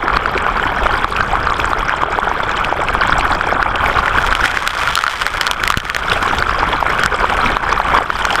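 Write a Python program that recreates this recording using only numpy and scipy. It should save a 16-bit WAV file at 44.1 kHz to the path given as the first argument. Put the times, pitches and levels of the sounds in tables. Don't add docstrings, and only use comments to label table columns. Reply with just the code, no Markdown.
import sys
import numpy as np
from scipy import signal
from scipy.fft import rfft, irfft, next_fast_len
from scipy.io import wavfile
from scipy.ndimage import uniform_filter1d, map_coordinates

SR = 44100
rng = np.random.default_rng(int(sys.argv[2]) if len(sys.argv) > 2 else 0)


def generate_wav(sig):
    pcm = np.round(np.clip(np.atleast_2d(sig).T, -1, 1) * 32767).astype(np.int16)
    wavfile.write(sys.argv[1], SR, pcm)


N = 370437


def amp(db):
    return 10 ** (np.asarray(db) / 20)


def unit(x):
    return x / np.sqrt(np.mean(x ** 2) + 1e-20)


def peaked(x):
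    return x / np.abs(x).max()


def curves(rows):
    s, *cols = np.transpose(rows)
    return [np.interp(np.arange(N) / SR, s, c) for c in cols]


def wobble(knots_per_s):
    knots = rng.standard_normal(int(N * knots_per_s / SR) + 4)
    return map_coordinates(knots, [np.arange(N) * knots_per_s / SR])


def coloured(x, spectrum):
    size = 2 * next_fast_len(len(x))
    hz, db = np.transpose(spectrum)
    gain = amp(np.interp(np.log(np.fft.rfftfreq(size, 1 / SR) + 1), np.log(hz), db))
    cepstrum = irfft(np.log(gain))
    cepstrum[1:size // 2] *= 2
    cepstrum[size // 2 + 1:] = 0
    response = np.exp(rfft(cepstrum))
    return irfft(rfft(x, size) * response)[:len(x)]


def add(track, s, sound):
    part = track[max(round(s * SR), 0):][:len(sound)]
    part += sound[:len(part)]


def ring(cycles, life_cycles, onset_cycles, rise):
    tone = np.sin(2 * np.pi * cycles * (1 + rise * cycles))
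    swell = 1 - np.exp(-(cycles / onset_cycles) ** 2)
    return tone * np.exp(-cycles / life_cycles) * swell


def swarm(per_s, low_hz, high_hz, life_cycles, spread_db, onset_cycles, cap=2.57):
    when, place, size, damping, phase = rng.random((int(per_s * N / SR), 5)).T
    hz = low_hz * (high_hz / low_hz) ** place
    lives = life_cycles * 2 ** (2 * damping - 1)
    loudness_db = spread_db * np.minimum(-np.log(1 - size), 2 * cap)
    gain = hz * amp(loudness_db) * np.sign(phase - .5)
    lengths = (np.log(100) * lives / hz * SR).astype(int) + 1
    grain = np.repeat(np.arange(len(hz)), lengths)
    age = np.arange(len(grain)) - (np.cumsum(lengths) - lengths)[grain]
    waves = gain[grain] * ring(age * hz[grain] / SR, lives[grain], onset_cycles, rise=0.00082)
    start = (when * N).astype(int)
    return unit(np.bincount(start[grain] + age, waves, N)[:N])


def housing(x, tail_db=-13, tail_s=0.0016):
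    t = np.arange(SR // 60) / SR
    tail = rng.standard_normal(len(t)) * np.exp(-t / tail_s)
    tail /= np.linalg.norm(tail)
    return x + amp(tail_db) * signal.fftconvolve(x, tail)[:len(x)]


def surges():
    # centre in seconds, width between 1/e points in seconds, peak in dB.
    gush_rows = [(0.16, 0.055, 4.5), (0.85, 0.06, 3.5), (4.44, 0.051, 2.5), (5.422, 0.066, 2),
                 (6.97, 0.07, 1), (7.424, 0.13, 1.5), (7.963, 0.094, 3.5)]
    t = np.arange(N) / SR
    gushes_db = sum(db * np.exp(-(2 * (t - s) / width_s) ** 2) for s, width_s, db in gush_rows)
    churn_db = 0.83 * wobble(16) + 1.1 * wobble(60) + 1.0 * wobble(170)
    return gushes_db + churn_db


def spray(level_db=-55):
    return amp(level_db) * unit(coloured(rng.standard_normal(N), [(3000, 1), (14000, -16)]))


def eddies(surge_db):
    # time in seconds, relative level in dB.
    eddy_rows = [(0.0, -27.5), (0.15, -26.5), (1.8, -25), (1.95, -30.7), (3.3, -24.5), (4.05, -27.1),
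                 (4.2, -23), (4.65, -32.0), (4.95, -28.2), (5.1, -33.5), (5.55, -31), (5.7, -24),
                 (6.0, -29), (6.15, -25.5), (6.45, -22.5), (6.6, -26.5), (7.65, -24.5), (8.4, -31.9)]
    # frequency in Hz, relative gain in dB.
    rumble_colour = [(8, -5), (22, 1), (50, 0), (100, -8), (200, -14), (400, -31), (900, -56), (3000, -92)]
    level_db, = curves(eddy_rows)
    rumble = unit(coloured(rng.standard_normal(N), rumble_colour))
    return rumble * amp(level_db + 1.55 + surge_db + 1.3 * wobble(14))


def clod():
    # start in seconds, pulse level in dB ahead of the high-pass.
    start_s, level_db = (5.773, 8.3)
    u = np.arange(SR // 10) / SR / 0.001
    push = u * np.exp(1 - u) * (1 + 0.11 * rng.standard_normal(len(u)))
    highpass = signal.butter(1, 25, "high", fs=SR, output="sos")
    track = np.zeros(N)
    add(track, start_s, -amp(level_db) * signal.sosfilt(highpass, push))
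    return track


def grit(crack_s=0.0006):
    # time in seconds, peak of the dry ring in dB, ring in Hz, crack over ring in dB.
    stone_rows = [(4.059, -2, 1360, -6), (4.352, 0, 1500, 6), (4.676, 3, 1540, 6.5),
                  (4.875, 1.5, 1530, -7.5), (4.955, -1.5, 1500, 12), (4.967, 2, 1230, -4),
                  (4.976, 8, 1360, -6), (4.99, 4, 1440, -2), (5.039, 9, 1290, -5), (5.066, 9, 1470, -11),
                  (5.08, 6.5, 1460, -6), (5.22, -2, 1490, 1.5), (5.266, 3, 1550, -3.5),
                  (5.412, -1.5, 1390, 4.5), (5.433, -9, 1480, 3), (5.468, 0, 1470, 2.5),
                  (5.477, -1.5, 1570, -1), (5.513, -1.5, 1030, 10), (5.638, 5, 1520, -1.5),
                  (5.677, 4, 2000, -1.5), (5.703, 14, 1176, -2), (5.742, 11.5, 1560, -9),
                  (5.774, 7, 1500, 3.5), (5.782, 2, 1500, -7), (5.802, -1, 1700, 2), (5.9, 3.5, 1590, -0.5),
                  (5.948, 2.5, 1650, -0.5), (5.965, 6, 1630, -2), (7.036, 3, 1470, -3),
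                  (7.061, 7.5, 1510, -2.5), (8.253, 0.5, 1510, -1), (8.356, 2, 1460, -6.5)]
    # frequency in Hz, relative gain in dB.
    crack_colour = [(300, -23), (1200, -3), (3300, 6), (5000, -3.5), (8000, -11), (13000, -21.5),
                    (15500, -31)]
    track, t = np.zeros(N), np.arange(SR // 40) / SR
    for s, db, hz, crack_db in stone_rows:
        crack = coloured(rng.standard_normal(len(t)) * np.exp(-t / crack_s), crack_colour)
        wall = peaked(ring(hz * t, life_cycles=2.13, onset_cycles=0.53, rise=0))
        add(track, s - .0005, amp(db) * (amp(crack_db) * peaked(crack) + wall))
    return track


def sand(silt_db=-16):
    # frequency in Hz, relative gain in dB.
    sand_colour = [(300, -27.5), (900, -1.5), (1500, 1.5), (2000, -1.5), (2700, -6.5), (3250, -2.5),
                   (4200, -11.5), (4900, -12.5), (6700, -18), (7800, -21), (9600, -25.5), (13000, -31),
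                   (15500, -31)]
    count = int(2000 * N / SR)
    when, size = rng.random((count, 2)).T
    force = amp(7.0 * np.minimum(-np.log(1 - size), 4.0)) * rng.choice([-1, 1], count)
    ticks = unit(np.bincount((when * N).astype(int), force, N)[:N])
    chinks = swarm(per_s=2500, low_hz=1206, high_hz=15200, life_cycles=1.7, spread_db=6.5,
                   onset_cycles=0.77, cap=1.9)
    grains = ticks + amp(-9.5) * chinks + amp(silt_db) * rng.standard_normal(N)
    flurries_db = 3.8 * wobble(220)
    return unit(coloured(grains, sand_colour)) * amp(8.0 + flurries_db)


def big_bubbles(splash_db=-19):
    # time in seconds, peak of the ring in dB, starting pitch in Hz.
    bubble_rows = [(0.082, 1.5, 1320), (0.171, 8, 1170), (0.259, 3.5, 1410), (0.362, -9.5, 454),
                   (0.378, -1, 2280), (0.466, -1.7, 1330), (0.598, -2.5, 1420), (0.666, -3.8, 1100),
                   (0.868, 3.5, 1280), (1.045, 6, 1240), (1.165, -1.5, 2600), (1.208, 5.0, 1430),
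                   (1.355, 0.5, 1270), (1.472, 3, 1240), (1.601, -4, 2460), (1.645, 0.5, 1340),
                   (1.733, 3.5, 1210), (1.895, 1.5, 1590), (1.939, -0.5, 1030), (2.035, 5, 980),
                   (2.188, 3, 880), (2.232, -0.5, 1280), (2.273, -3, 760), (2.315, -3, 950),
                   (2.403, -2, 1320), (2.647, -1.5, 2600), (2.726, 1.5, 825), (2.886, -4, 2520),
                   (2.951, 3, 1150), (3.036, -1.5, 1620), (3.075, -18.5, 7300), (3.096, 0.6, 1030),
                   (3.128, 0.7, 1490), (3.21, -3.2, 2380), (3.411, 3, 1410), (3.526, -0.5, 700),
                   (3.628, 5.5, 1480), (3.758, -4, 2850), (3.862, -6, 2320), (3.991, -2, 1130),
                   (4.081, 1.5, 1730), (4.326, 3.2, 1440), (4.573, 5.5, 1650), (6.099, -7, 3840),
                   (6.386, -6, 3500), (6.425, 5.5, 1410), (6.495, 3.3, 1270), (6.631, 2.9, 910),
                   (6.827, 3, 950), (6.988, -7, 2520), (7.244, 5.5, 1010), (7.569, 7.5, 1110),
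                   (7.727, 5.5, 1150), (7.801, 4.5, 860), (7.987, 7, 1000), (8.103, 5.2, 1350),
                   (8.306, -3, 2850)]
    track, t = np.zeros(N), np.arange(SR // 30) / SR
    for s, db, hz in bubble_rows:
        life_cycles = 1.3 * amp(rng.standard_normal()) * (hz / 1200) ** 0.64
        blip = peaked(ring(hz * t, life_cycles, onset_cycles=0.89, rise=0.00082))
        add(track, s - .0008, amp(db) * blip * rng.choice([-1, 1]))
        colour = [(hz / 4, -12), (hz, 0), (2 * hz, -8), (4 * hz, -25), (10 * hz, -45)]
        splash = unit(coloured(rng.standard_normal(len(t)), colour))
        add(track, s - .008, amp(db + splash_db) * splash * np.exp(-np.abs(t - .009) / 0.0029))
    return track


def fizz():
    # frequency in Hz, relative gain in dB.
    fizz_colour = [(1500, -7.5), (2400, -4), (2850, -1), (3300, 0), (3900, -7), (5200, -9.5), (6500, -18),
                   (7800, -16), (9500, -27.5), (11000, -25.5), (13200, -27), (15500, -47)]
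    pings = swarm(per_s=3600, low_hz=1902, high_hz=15150, life_cycles=4.1, spread_db=5.5,
                  onset_cycles=1.0, cap=2.44)
    clumps_db = 1.7 * wobble(70) + 2.3 * wobble(260)
    bed = pings + amp(-30) * rng.standard_normal(N)
    return unit(coloured(bed, fizz_colour)) * amp(5.0 + clumps_db)


def gurgle(dirt):
    # frequency in Hz, relative gain in dB.
    babble_colour, hollow_colour = [(90, -19), (260, -14), (450, -8.5), (620, -9), (850, -4.5), (1150, 0.5),
                                    (1480, 1), (1950, -11), (2300, -9), (2800, -20.5), (3250, -15.5),
                                    (3900, -31.5), (6500, -43), (15000, -68)], [(120, -7.5), (270, -7.5), (420, -3.5), (600, -4.5),
                                                    (820, 2), (1300, -12)]
    babble = swarm(per_s=2600, low_hz=220.2, high_hz=4260, life_cycles=2.33, spread_db=3.0,
                   onset_cycles=0.63, cap=2.52)
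    wash = rng.standard_normal(N)
    glugs = swarm(per_s=450, low_hz=132, high_hz=1203, life_cycles=1.14, spread_db=4.0,
                  onset_cycles=0.81, cap=1.96)
    bright = amp(0.5) * unit(coloured(babble + amp(-5) * wash, babble_colour))
    hollow = amp(-5.5) * (1 - dirt) * unit(coloured(glugs, hollow_colour))
    return bright + hollow


def stream():
    # time in seconds, relative level in dB.
    flow_rows, treble_rows = [(0.0, -19.5), (0.2, -16.5), (2.2, -18.5), (4.4, -15.5), (4.8, -19.0),
                              (5.0, -19), (5.2, -22), (5.6, -18.5), (5.8, -17), (6.2, -16.5), (7.8, -15.5),
                              (8.0, -15), (8.2, -21), (8.4, -16)], [(0.0, -47), (0.15, -39.5), (0.3, -40.7), (1.2, -36.5),
                                            (1.5, -41), (1.65, -32.5), (1.8, -41.5), (2.55, -39.3),
                                            (3.45, -37), (3.75, -45), (3.9, -36.5), (4.8, -28.5),
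                                            (5.55, -37.5), (5.7, -32.5), (5.85, -32.5), (6.45, -33.5),
                                            (6.6, -37), (8.4, -35.5)]
    # time in seconds, sand's share of the treble 0-1.
    dirt_rows = [(0, 0.07), (3.8, 0.02), (4.2, 0.64), (4.7, 0.92), (5.8, 0.88), (6.2, 0.27), (8.4, 0.2)]
    gurgle_db, = curves(flow_rows)
    treble_db, = curves(treble_rows)
    dirt, = curves(dirt_rows)
    surge_db = surges()
    treble = housing(np.sqrt(1 - dirt) * fizz() + np.sqrt(dirt) * sand())
    low = gurgle(dirt) * amp(gurgle_db - 0.84 + surge_db)
    high = treble * amp(treble_db + 1.3 * surge_db)
    return low + high + spray() + eddies(surge_db)


def scene():
    stones = housing(grit(), tail_db=-9.5, tail_s=0.0022)
    return (stream() + big_bubbles() + stones + clod())[None]


def record(dry, full_scale=0.97, knee=10, top_hz=16000):
    ceiling_db, duck_s, recovery_db_per_s = 0.5, 0.00088, 42.5
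    power = 2 * np.abs(uniform_filter1d(dry ** 2, size=32))
    over_db = np.maximum(10 * np.log10(power + 1e-12) - ceiling_db, 0)
    regained_db = recovery_db_per_s * np.arange(N) / SR
    wanted_db = np.maximum.accumulate(over_db + regained_db, axis=-1) - regained_db
    lag = np.exp(-1 / (duck_s * SR))
    duck_db = signal.lfilter([1 - lag], [1, -lag], wanted_db)
    x = dry * amp(-duck_db)
    x = x / (1 + np.abs(x / full_scale) ** knee) ** (1 / knee)
    passband = np.clip((top_hz - np.fft.rfftfreq(N, 1 / SR)) / 1500, 0, 1)
    return irfft(rfft(x) * passband, N)


dry = scene()
out = record(dry)
generate_wav(out)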